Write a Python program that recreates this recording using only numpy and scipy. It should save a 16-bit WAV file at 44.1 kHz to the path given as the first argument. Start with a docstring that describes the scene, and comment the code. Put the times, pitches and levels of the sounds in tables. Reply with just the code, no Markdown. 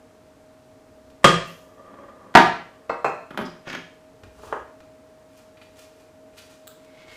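"""A tiled kitchen, where a food processor is unloaded. Its plastic lid clacks loudly on the counter, is
rubbed along and clacks again; the measuring cup is put down with two knocks. The steel bowl is gripped,
slid out of its base and set down, and a spatula starts to wipe it out. Each body rings in its damped
modes, driven by impacts or by the tiny slips of friction. The tiles reverberate, an appliance hums
faintly, and the loudest clacks overload the microphone."""
import sys
import numpy as np
from scipy import signal
from scipy.fft import rfft, irfft
from scipy.io import wavfile
from scipy.ndimage import uniform_filter1d

SR = 44100
rng = np.random.default_rng(int(sys.argv[2]) if len(sys.argv) > 2 else 0)


def inscribe(sig):
    """Save sig as 16-bit PCM at rate SR to the path in sys.argv[1].

    A 1-D sig is mono; a 2-D sig holds one channel per row.
    Samples are clipped to [-1, 1] before scaling.
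    """
    pcm = np.round(np.clip(np.atleast_2d(sig).T, -1, 1) * 32767)
    wavfile.write(sys.argv[1], SR, pcm.astype(np.int16))


N = 315756
TIME = np.arange(N) / SR


def lid():
    """Impact and friction excite a plastic shell: it lands on its rim, is rubbed along and claps flat."""
    # dense resonances, struck on the rim and flat: frequency_hz, level_db
    rim_spectrum = [(24, -39.5), (40, -25.5), (87, -8), (167, -3), (220, -7), (491, -5.5), (852, -12.5),
                    (1180, -8), (1550, -11.5), (1680, -13.5), (2260, -18), (3220, -18), (3740, -25),
                    (8130, -33), (16000, -62)]
    flat_spectrum = [(24, -72.5), (40, -35.5), (101, -29), (167, -9), (220, -11), (320, -5.5), (529, -19),
                     (680, -11), (733, -6.5), (918, -3), (1210, -8.5), (1950, -10.5), (2150, -16.5),
                     (4030, -26.5), (16000, -59)]
    # lasting modes: pitch_hz, level_db, t60_s
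    rim_modes = [(118, -20, 0.2), (166.7, 4, 0.51), (330, -10, .3), (395.5, -10, .28), (485, 6, 0.098),
                 (576, -8.5, 0.33), (1152, 5.5, .2), (1220, 7.5, 0.29), (1430, -3, .35),
                 (1706, -10.5, 0.36), (1910, -11, .4), (2190, -18, 0.15), (3217, -1, 0.19),
                 (3380, -11, .15), (3900, -25, .4), (6570, -24, .2), (7600, -28, .2)]
    flat_modes = [(120, -9, .4), (173.9, -0.5, 0.92), (199, -12, 0.25), (315, -8, .25), (378.1, -13, .33),
                  (451.6, 4, 0.29), (687, 14, .27), (878, -4.5, .3), (896, -2, .2), (963, -8.5, 0.19),
                  (1049, 2, 0.99), (1198, 16, 0.1), (1457, -14, .28), (1515, -17, .35), (1655, -10, .34),
                  (1990, -5.5, .3), (2430, -17, .33), (2585, -14, 0.29), (3080, -17.5, 0.62),
                  (3720, -23.5, .29), (3967, -32.5, 0.66)]
    # clacks on the counter: start_s, level_db, tilt_db_per_octave
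    rim_hits = [(1.2432, -3.5, 1.4), (1.2487, -12, -0.6)]
    flat_hits = [(2.341, -37.5, 2), (2.3512, -0.5, -0.98), (2.3565, -5, 1.1), (2.372, -7.5, 0.87)]
    # a faint, bright tick just before the first loud clack, then four ticks during the rub:
    # start_s, level_db, tilt_db_per_octave
    ticks = [(1.229, -38.5, 7), (1.872, -41, 0), (1.925, -45, -1), (1.978, -40, 0), (2.084, -37, 1)]
    # sliding strokes: peak_s, level_db, build_s
    rub_strokes = [(1.98, -46, .7)]
    hiss_strokes = [(1.475, -53, .045)]
    rim = body(rim_spectrum, rim_modes, crack_s=0.077, ring_db=2.5, held_s=0.2)
    flat = body(flat_spectrum, flat_modes, crack_s=0.034, ring_db=-2.5, held_s=0.2)
    muffling_db = at_hz([(100, -7), (500, 0.5), (1300, -4.5), (3000, -15.5), (10000, -17)], bins(rim))
    dull_rim = decay(t60_s=0.12) * colour(rim, muffling_db)
    edge = body([(2000, -14.5), (6500, -3), (9000, -11), (11500, -6), (13000, -11.5), (15500, -13.5)],
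                modes=[(11210, -4, 0.2), (12100, -2, 0.2)], crack_s=0.014, ring_db=-12, held_s=0.2)
    rubbing = rub(rub_strokes, dull_rim, release_s=1.4, slips_per_s=210, uneven_db=3)
    hissing = rub(hiss_strokes, edge, release_s=0.24, slips_per_s=1800, uneven_db=1.5)
    ticking = strike(ticks, glancing(dull_rim, contact_s=0.0034))
    return strike(rim_hits, rim) + strike(flat_hits, flat) + rubbing + hissing + ticking


def cup():
    """Natural frequencies belong to the body: the cup rings at the same pitches on edge and foot."""
    # dense resonances at each contact point: frequency_hz, level_db
    edge_spectrum = [(60, -44), (200, -21), (430, -5.5), (800, 0.5), (1350, -2), (1750, -16.5), (2100, -13),
                     (2600, -34), (3000, -27.5), (5500, -30.5), (8000, -48), (15000, -60)]
    foot_spectrum = [(60, -50), (160, 2.5), (200, -10), (445, 3.5), (900, 4.5), (1370, 2.5), (1800, -7.5),
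                     (2100, -21), (2600, -1), (2950, -31), (6000, -32), (7800, -31), (9000, -44),
                     (15000, -49)]
    # lasting modes: pitch_hz, level_db, t60_s
    modes = [(454, 8, 0.31), (586, -3, 0.2), (663, 5.5, 0.36), (790, 11.5, 0.16), (954, -4, .3),
             (1100, 7, 0.15), (1390, -7, 0.3), (1965, -3, 0.26), (2140, -0.5, 0.27), (2610, 0, 0.3),
             (2600, -24, 0.27), (3180, -19, .2), (4100, -14.5, 0.39), (4170, -14.5, 0.37), (4410, -18, .4),
             (5150, -19, 0.26), (5560, -34, 0.27), (7600, -21, 0.16), (7795, -24, 0.17)]
    # knocks and their rebounds: start_s, level_db, tilt_db_per_octave
    edge_hits = [(2.8950, -20, -2.5), (2.9003, -41, 4)]
    foot_hits = [(3.0448, -16, 0.5), (3.0615, -31, 0)]
    edge = body(edge_spectrum, modes, crack_s=0.085, ring_db=-0.5, held_s=0.16)
    foot = body(foot_spectrum, modes, crack_s=0.14, ring_db=-4, held_s=0.3)
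    return strike(edge_hits, edge) + strike(foot_hits, foot)


def bowl():
    """A grip damps the steel's modes as the bowl knocks loose, grates up with a squeak and is set down."""
    # dense resonances of base, bowl and counter: frequency_hz, level_db
    base_spectrum = [(40, -30), (100, -41), (200, 5), (350, 0.5), (600, 1), (1000, -6.5), (1400, -2.5),
                     (2200, -15.5), (3300, -20), (5000, -32), (9000, -48), (11000, -41), (15000, -50)]
    steel_spectrum = [(100, -36), (400, -3), (900, -8), (1500, 2.5), (2200, -3.5), (3200, -5.5),
                      (4200, -17), (6300, -22), (7500, -33), (15000, -41)]
    counter_spectrum = [(71, -33), (120, -12), (210, -16.5), (271, -11.5), (429, 4.5), (720, -3.5),
                        (1030, 1), (1660, -8), (2380, -26.5), (3080, -25), (3990, -47), (7260, -44),
                        (14000, -69)]
    # lasting modes: pitch_hz, level_db, t60_s
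    base_modes = [(486, -2, 0.23), (650, -2, 0.16), (1037, -2, 0.21), (1294, 6, 0.22), (1418, -2, 0.19),
                  (1830, -9, 0.15), (2470, 0, 0.1), (3094, -7.5, 0.23), (3460, -11.5, .28)]
    steel_modes = [(1510, 14, .15), (1850, -15, .15), (2050, 10.5, .15), (2220, 14, .2), (2350, -8, .25),
                   (3004, 3.5, 0.16), (3130, -8, 0.24), (4900, -29, .2), (6430, -6.5, .2), (6300, -18, .2)]
    counter_modes = [(407, -15, .2), (470, -9, 0.15), (740, -15, .25), (896, 14, 0.33), (967, -6, 0.25),
                     (1152, 0, .3), (1310, -3, .3), (1760, -12, 0.35), (2937, -19, 0.59)]
    # knocks: start_s, level_db, tilt_db_per_octave
    base_hits = [(3.3045, -39, 2), (3.3748, -26.5, 3.2), (3.389, -24, -2), (3.416, -42, 5),
                 (3.475, -52, -18)]
    steel_hits = [(3.456, -57, 3), (3.6774, -38.5, -5), (3.7273, -34.5, 1.5), (3.748, -33, 0.5)]
    counter_hits = [(4.394, -51, 0.23), (4.4345, -42, -2.1), (4.5255, -23, 1), (4.566, -39, -0.32),
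                    (4.678, -54, 1)]
    # strokes out of the base and along the counter: peak_s, level_db, build_s
    slides = [(3.678, -34, 0.023), (3.70, -32.5, 0.0085), (3.752, -34.5, .05)]
    squeaks = [(3.457, -42.5, .013), (3.692, -39, 0.022)]
    drags = [(4.52, -41, 0.17)]
    base = body(base_spectrum, base_modes, crack_s=0.034, ring_db=-10, held_s=0.17)
    steel = body(steel_spectrum, steel_modes, crack_s=0.021, ring_db=-2.5, held_s=0.026)
    guide = body([(2000, -30), (4300, 2), (5000, 6), (5700, -9), (6400, -3.5), (8000, -13), (14000, -42)],
                 modes=[(4880, -0.16, 0.11), (5020, 0, 0.12), (5770, -2, 0.12)],
                 crack_s=0.014, ring_db=-4, held_s=0.059)
    counter = body(counter_spectrum, counter_modes, crack_s=0.057, ring_db=-18, held_s=0.11)
    gripping = strike(base_hits[:1], glancing(base, contact_s=0.0025))
    loosening = strike(base_hits[1:], base)
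    clatter = strike(steel_hits, glancing(steel, contact_s=0.0016))
    grating = rub(slides, steel, release_s=0.029, slips_per_s=1800, uneven_db=1)
    squeaking = rub(squeaks, guide, release_s=0.027, slips_per_s=900, uneven_db=2)
    dragging = rub(drags, counter, release_s=0.016, slips_per_s=1000, uneven_db=1.5)
    return gripping + loosening + clatter + grating + squeaking + dragging + strike(counter_hits, counter)


def spatula():
    """Friction and light impacts: the blade taps the steel, wipes off moist food and clicks on the rim."""
    # dense resonances of the blade and the bowl's rim: frequency_hz, level_db
    blade_spectrum = [(300, -14), (700, -3), (1400, 0.5), (2600, 1), (5000, -0.5), (8000, -3.5),
                      (12000, -10), (16000, -14.5)]
    rim_spectrum = [(300, -15), (900, -15), (1330, 6), (2200, -13.5), (3800, 1.5), (5800, -17), (7800, 1),
                    (9500, -12), (12000, -12), (14500, -2.5)]
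    # lasting modes: pitch_hz, level_db, t60_s
    blade_modes = [(1383, -7, .3), (1937, -7, 0.39), (2400, 2, .45), (2840, -8, .25), (3500, -6.5, 0.21)]
    wall_modes = [(1330, -7, 0.32), (1960, -6, .25), (2410, 0, 0.23), (2670, 2.5, 0.2), (2970, -5, 0.22),
                  (3350, -8, .25), (4560, -8, .2)]
    rim_modes = [(1327, 4.5, 0.28), (1490, 1.5, 0.26), (1590, -8, 0.18), (3600, -9, 0.13), (7750, 4, 0.11)]
    # light contacts: start_s, level_db, tilt_db_per_octave
    ticks = [(1.10, -60, -2.5), (4.2335, -45, -6), (4.8024, -51.5, -5.5), (5.3732, -62.5, 8),
             (6.8453, -59.5, -1)]
    wall_taps = [(5.5692, -54, -4), (5.6131, -49.5, -3.5), (6.332, -56, -6.5), (6.379, -46.5, 4)]
    rim_clicks = [(6.6717, -48, 0.0016), (6.6767, -42, 0.0008)]
    # strokes on the counter and in the bowl: peak_s, level_db, build_s
    slides = [(4.465, -51, 0.17)]
    wipes = [(5.39, -58, .14), (5.63, -60, .08), (5.79, -49, 0.049), (6.0, -61.5, 0.096),
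             (6.38, -49, 0.038), (6.515, -55, 0.059), (6.82, -67, 0.34), (7.135, -55, .1)]
    scrapes = [(6.985, -53, 0.21), (7.11, -49, 0.13)]
    blade = body(blade_spectrum, blade_modes, crack_s=0.019, ring_db=-9, held_s=0.2)
    wall = body([(400, -13), (1200, -5), (2700, 3), (4700, -1), (6000, -14), (13000, -25)],
                wall_modes, crack_s=0.066, ring_db=-2.5, held_s=0.19)
    bottom = body([(400, -7), (1200, -6.5), (2250, -5.5), (3200, -7), (5000, -14), (12000, -33.5)],
                  modes=[(2150, -1, 0.11), (2260, -0.26, 0.15)], crack_s=0.033, ring_db=-2, held_s=0.025)
    rim = body(rim_spectrum, rim_modes, crack_s=0.02, ring_db=-8, held_s=0.3)
    sliding = rub(slides, blade, release_s=0.14, slips_per_s=2800, uneven_db=2)
    wiping = rub(wipes, blade, release_s=0.12, slips_per_s=1300, uneven_db=3)
    scraping = rub(scrapes, bottom, release_s=0.4, slips_per_s=790, uneven_db=2.5)
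    ticking = strike(ticks, glancing(blade, contact_s=0.002))
    tapping = strike(wall_taps, glancing(wall, contact_s=0.0019))
    return ticking + tapping + strike(rim_clicks, rim) + sliding + wiping + scraping


def thuds():
    """Large bodies resonate low: hollow bumps of worktop and housing, and steps on the floor."""
    # dense resonances: frequency_hz, level_db
    housing_spectrum = [(30, -38), (80, -38), (130, -28), (180, 3.5), (240, -0.5), (500, -18.5),
                        (1200, -14), (5000, -63)]
    floor_spectrum = [(25, -16), (65, 11.5), (110, -14), (200, -11), (450, -9), (900, -23.5), (4000, -59.5)]
    # lasting modes: pitch_hz, level_db, t60_s
    housing_modes = [(169.3, -0.5, 0.18), (192, -0.5, 0.12), (218, -5.5, 0.093)]
    # dull blows: start_s, level_db, tilt_db_per_octave
    bumps = [(.50, -59, -2), (2.353, -17.5, 1.5), (3.31, -39, 0), (3.345, -39, 2.5), (3.392, -33, 3),
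             (3.412, -28, 0), (3.472, -42, 3), (3.672, -36.5, -1.5), (3.738, -34, 0.5)]
    steps = [(.91, -52, 0.53), (1.08, -52.5, 0), (4.238, -44, 1), (4.27, -50.5, 0), (4.40, -52, 0),
             (4.468, -43.5, 0)]
    housing = body(housing_spectrum, housing_modes, crack_s=0.036, ring_db=-2, held_s=0.6)
    floor = body(floor_spectrum, modes=[(66.5, 0, 0.25)], crack_s=0.08, ring_db=-3, held_s=0.2)
    return strike(bumps, housing) + strike(steps, floor)


def body(spectrum, modes, crack_s, ring_db, held_s):
    """Impulse response by superposition: a crack of dense resonances plus a ring of distinct modes."""
    crack = whiten(rng.standard_normal(SR) * decay(t60_s=crack_s), width_bins=150)
    crack = colour(crack, at_hz(spectrum, bins(crack)))
    ring = sum((-1) ** k * from_db(db) * decay(t60_s) * np.sin(2 * np.pi * hz * TIME[:SR])
               for k, (hz, db, t60_s) in enumerate(modes))
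    ring *= decay(t60_s=held_s)  # the holding hand damps every mode further
    response = crack / rms(crack) + from_db(ring_db) * ring / rms(ring)
    return response / rms(response) * np.sqrt(0.02)  # the energy of 20 ms at unit rms


def strike(hits, response):
    """Impact excitation: a harder contact tilts the body's response towards the treble."""
    track = np.zeros(N + SR)
    octaves = np.log2(np.clip(bins(response), 60, 12000) / 1000)
    for start_s, level_db, tilt_db_per_octave in hits:
        blow = colour(response, tilt_db_per_octave * octaves)
        start = int(start_s * SR)
        track[start:start + SR] += from_db(level_db) * blow * rms(response) / rms(blow)
    return track[:N]


def glancing(response, contact_s):
    """Convolution with a short swell of noise softens the attack, as in a glancing touch."""
    age = TIME[:SR] / contact_s
    force = whiten(rng.standard_normal(SR) * age * np.exp(-age), width_bins=200)
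    softened = signal.fftconvolve(response, force)[:SR]
    return softened * rms(response) / rms(softened)


def rub(strokes, response, release_s, slips_per_s, uneven_db):
    """Stick-slip friction: under each stroke many tiny slips of uneven size tap the body."""
    slips = (rng.random(N) < slips_per_s / SR) * rng.choice([-1, 1], N)
    slips = slips * from_db(uneven_db * np.minimum(rng.exponential(1, N), 4))
    # pressure rises tenfold in build_s, peaks, and falls tenfold in release_s
    pressure = sum(from_db(db - 20 * np.maximum((peak_s - TIME) / build_s, (TIME - peak_s) / release_s))
                   for peak_s, db, build_s in strokes)
    force = slips / rms(slips) * pressure
    return signal.fftconvolve(force, response / np.linalg.norm(response))[:N]


def from_db(db):
    """Amplitude ratio of a level in decibels."""
    return 10 ** (np.asarray(db) / 20)


def rms(x):
    """Effective amplitude: the root mean square."""
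    return np.sqrt(np.mean(x ** 2) + 1e-20)


def at_hz(points, hz):
    """Interpolation of (frequency_hz, value) points on a log-frequency axis."""
    point_hz, values = np.transpose(points)
    return np.interp(np.log(np.maximum(hz, 1)), np.log(point_hz), values)


def decay(t60_s):
    """One second of exponential damping, falling 60 dB in t60_s."""
    return np.exp(-np.log(1000) * TIME[:SR] / t60_s)


def bins(x):
    """Frequencies in Hz of the Fourier components of x."""
    return np.fft.rfftfreq(len(x), 1 / SR)


def colour(x, gain_db):
    """Minimum-phase filtering: folding the cepstrum onto positive time makes the gain curve causal."""
    cepstrum = irfft(np.log(from_db(gain_db)), len(x))
    cepstrum[1:len(x) // 2] *= 2
    cepstrum[len(x) // 2 + 1:] = 0
    return irfft(rfft(x) * np.exp(rfft(cepstrum)), len(x))


def whiten(x, width_bins):
    """Inverse filtering levels the broad humps of a spectrum; its fine structure stays."""
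    smooth_power = uniform_filter1d(np.abs(rfft(x)) ** 2, width_bins)
    return colour(x, -10 * np.log10(smooth_power + 1e-12))


def tiled_room(x, direct_db, gap_s, build_s):
    """Reverberation: after the direct sound, reflections from the tiles build up and die band by band."""
    # reverberation times: centre_hz, t60_s
    bands = [(80, 0.5), (300, 0.42), (1000, 0.4), (2500, 0.49), (5000, 0.47), (9000, .36), (15000, 0.25)]
    white = rng.standard_normal(SR)
    centres_hz = [hz for hz, _ in bands]
    tail = np.zeros(SR)
    for share, (_, t60_s) in zip(np.eye(len(bands)), bands):
        band_gain = at_hz(list(zip(centres_hz, share)), bins(white))
        tail += irfft(rfft(white) * band_gain, SR) * decay(t60_s)
    tail *= 1 - np.exp(-np.maximum(TIME[:SR] - gap_s, 0) / build_s)
    paths = tail / np.linalg.norm(tail)
    paths[0] += from_db(direct_db)
    return signal.fftconvolve(x, whiten(paths, width_bins=40))[:N]


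def appliance_hum(waver_db):
    """A line spectrum, slightly amplitude-modulated; its main tone slowly grows louder and swells once."""
    # weaker tones: pitch_hz, level_db
    lines = [(100, -73), (271, -65), (441, -73.5)]
    main_hz, rise_db_per_s = 628.7, 0.36
    swell_db, swell_at_s, swell_width_s = 3, 4.93, 0.61
    swell = np.exp(-((TIME - swell_at_s) / swell_width_s) ** 2)
    main_db = -57.5 + rise_db_per_s * TIME + swell_db * swell
    tones = sum(from_db(db) * np.sin(2 * np.pi * hz * TIME) for hz, db in [(main_hz, main_db), *lines])
    drift = np.interp(TIME, np.linspace(0, TIME[-1], 40), rng.standard_normal(40))
    return np.sqrt(2) * from_db(waver_db * drift) * tones


def room_air(level_db):
    """Stationary noise with a continuous spectrum, strongest in the low hundreds of hertz."""
    # spectral density of the room's noise: frequency_hz, level_db
    spectrum = [(15, -51), (25, -18.5), (97, -7), (195, -11.5), (256, -3.5), (384, -12.5), (451, -5),
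                (545, -13.5), (624, -7), (695, -13.5), (754, -13), (3080, -28.5), (7710, -32.5),
                (14800, -42), (16000, -62)]
    white = rng.standard_normal(N)
    air = irfft(rfft(white) * from_db(at_hz(spectrum, bins(white))), N)
    return from_db(level_db) * air / rms(air)


def scene():
    """Superposition: all handling sounds share one reverberant room, over its air and the hum."""
    handling = lid() + cup() + bowl() + spatula() + thuds()
    reverberant = tiled_room(handling, direct_db=3, gap_s=0.002, build_s=0.0033)
    return (reverberant + room_air(level_db=-54.5) + appliance_hum(waver_db=1.65))[None]


def record(dry):
    """Overload: the microphone clips the loudest clacks, then a steep low-pass cuts the top treble."""
    cutoff_hz = 15500
    lowpass = signal.ellip(12, 0.05, 70, cutoff_hz, fs=SR, output="sos")
    return signal.sosfilt(lowpass, np.clip(dry, -1, 1))


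dry = scene()
out = record(dry)
inscribe(out)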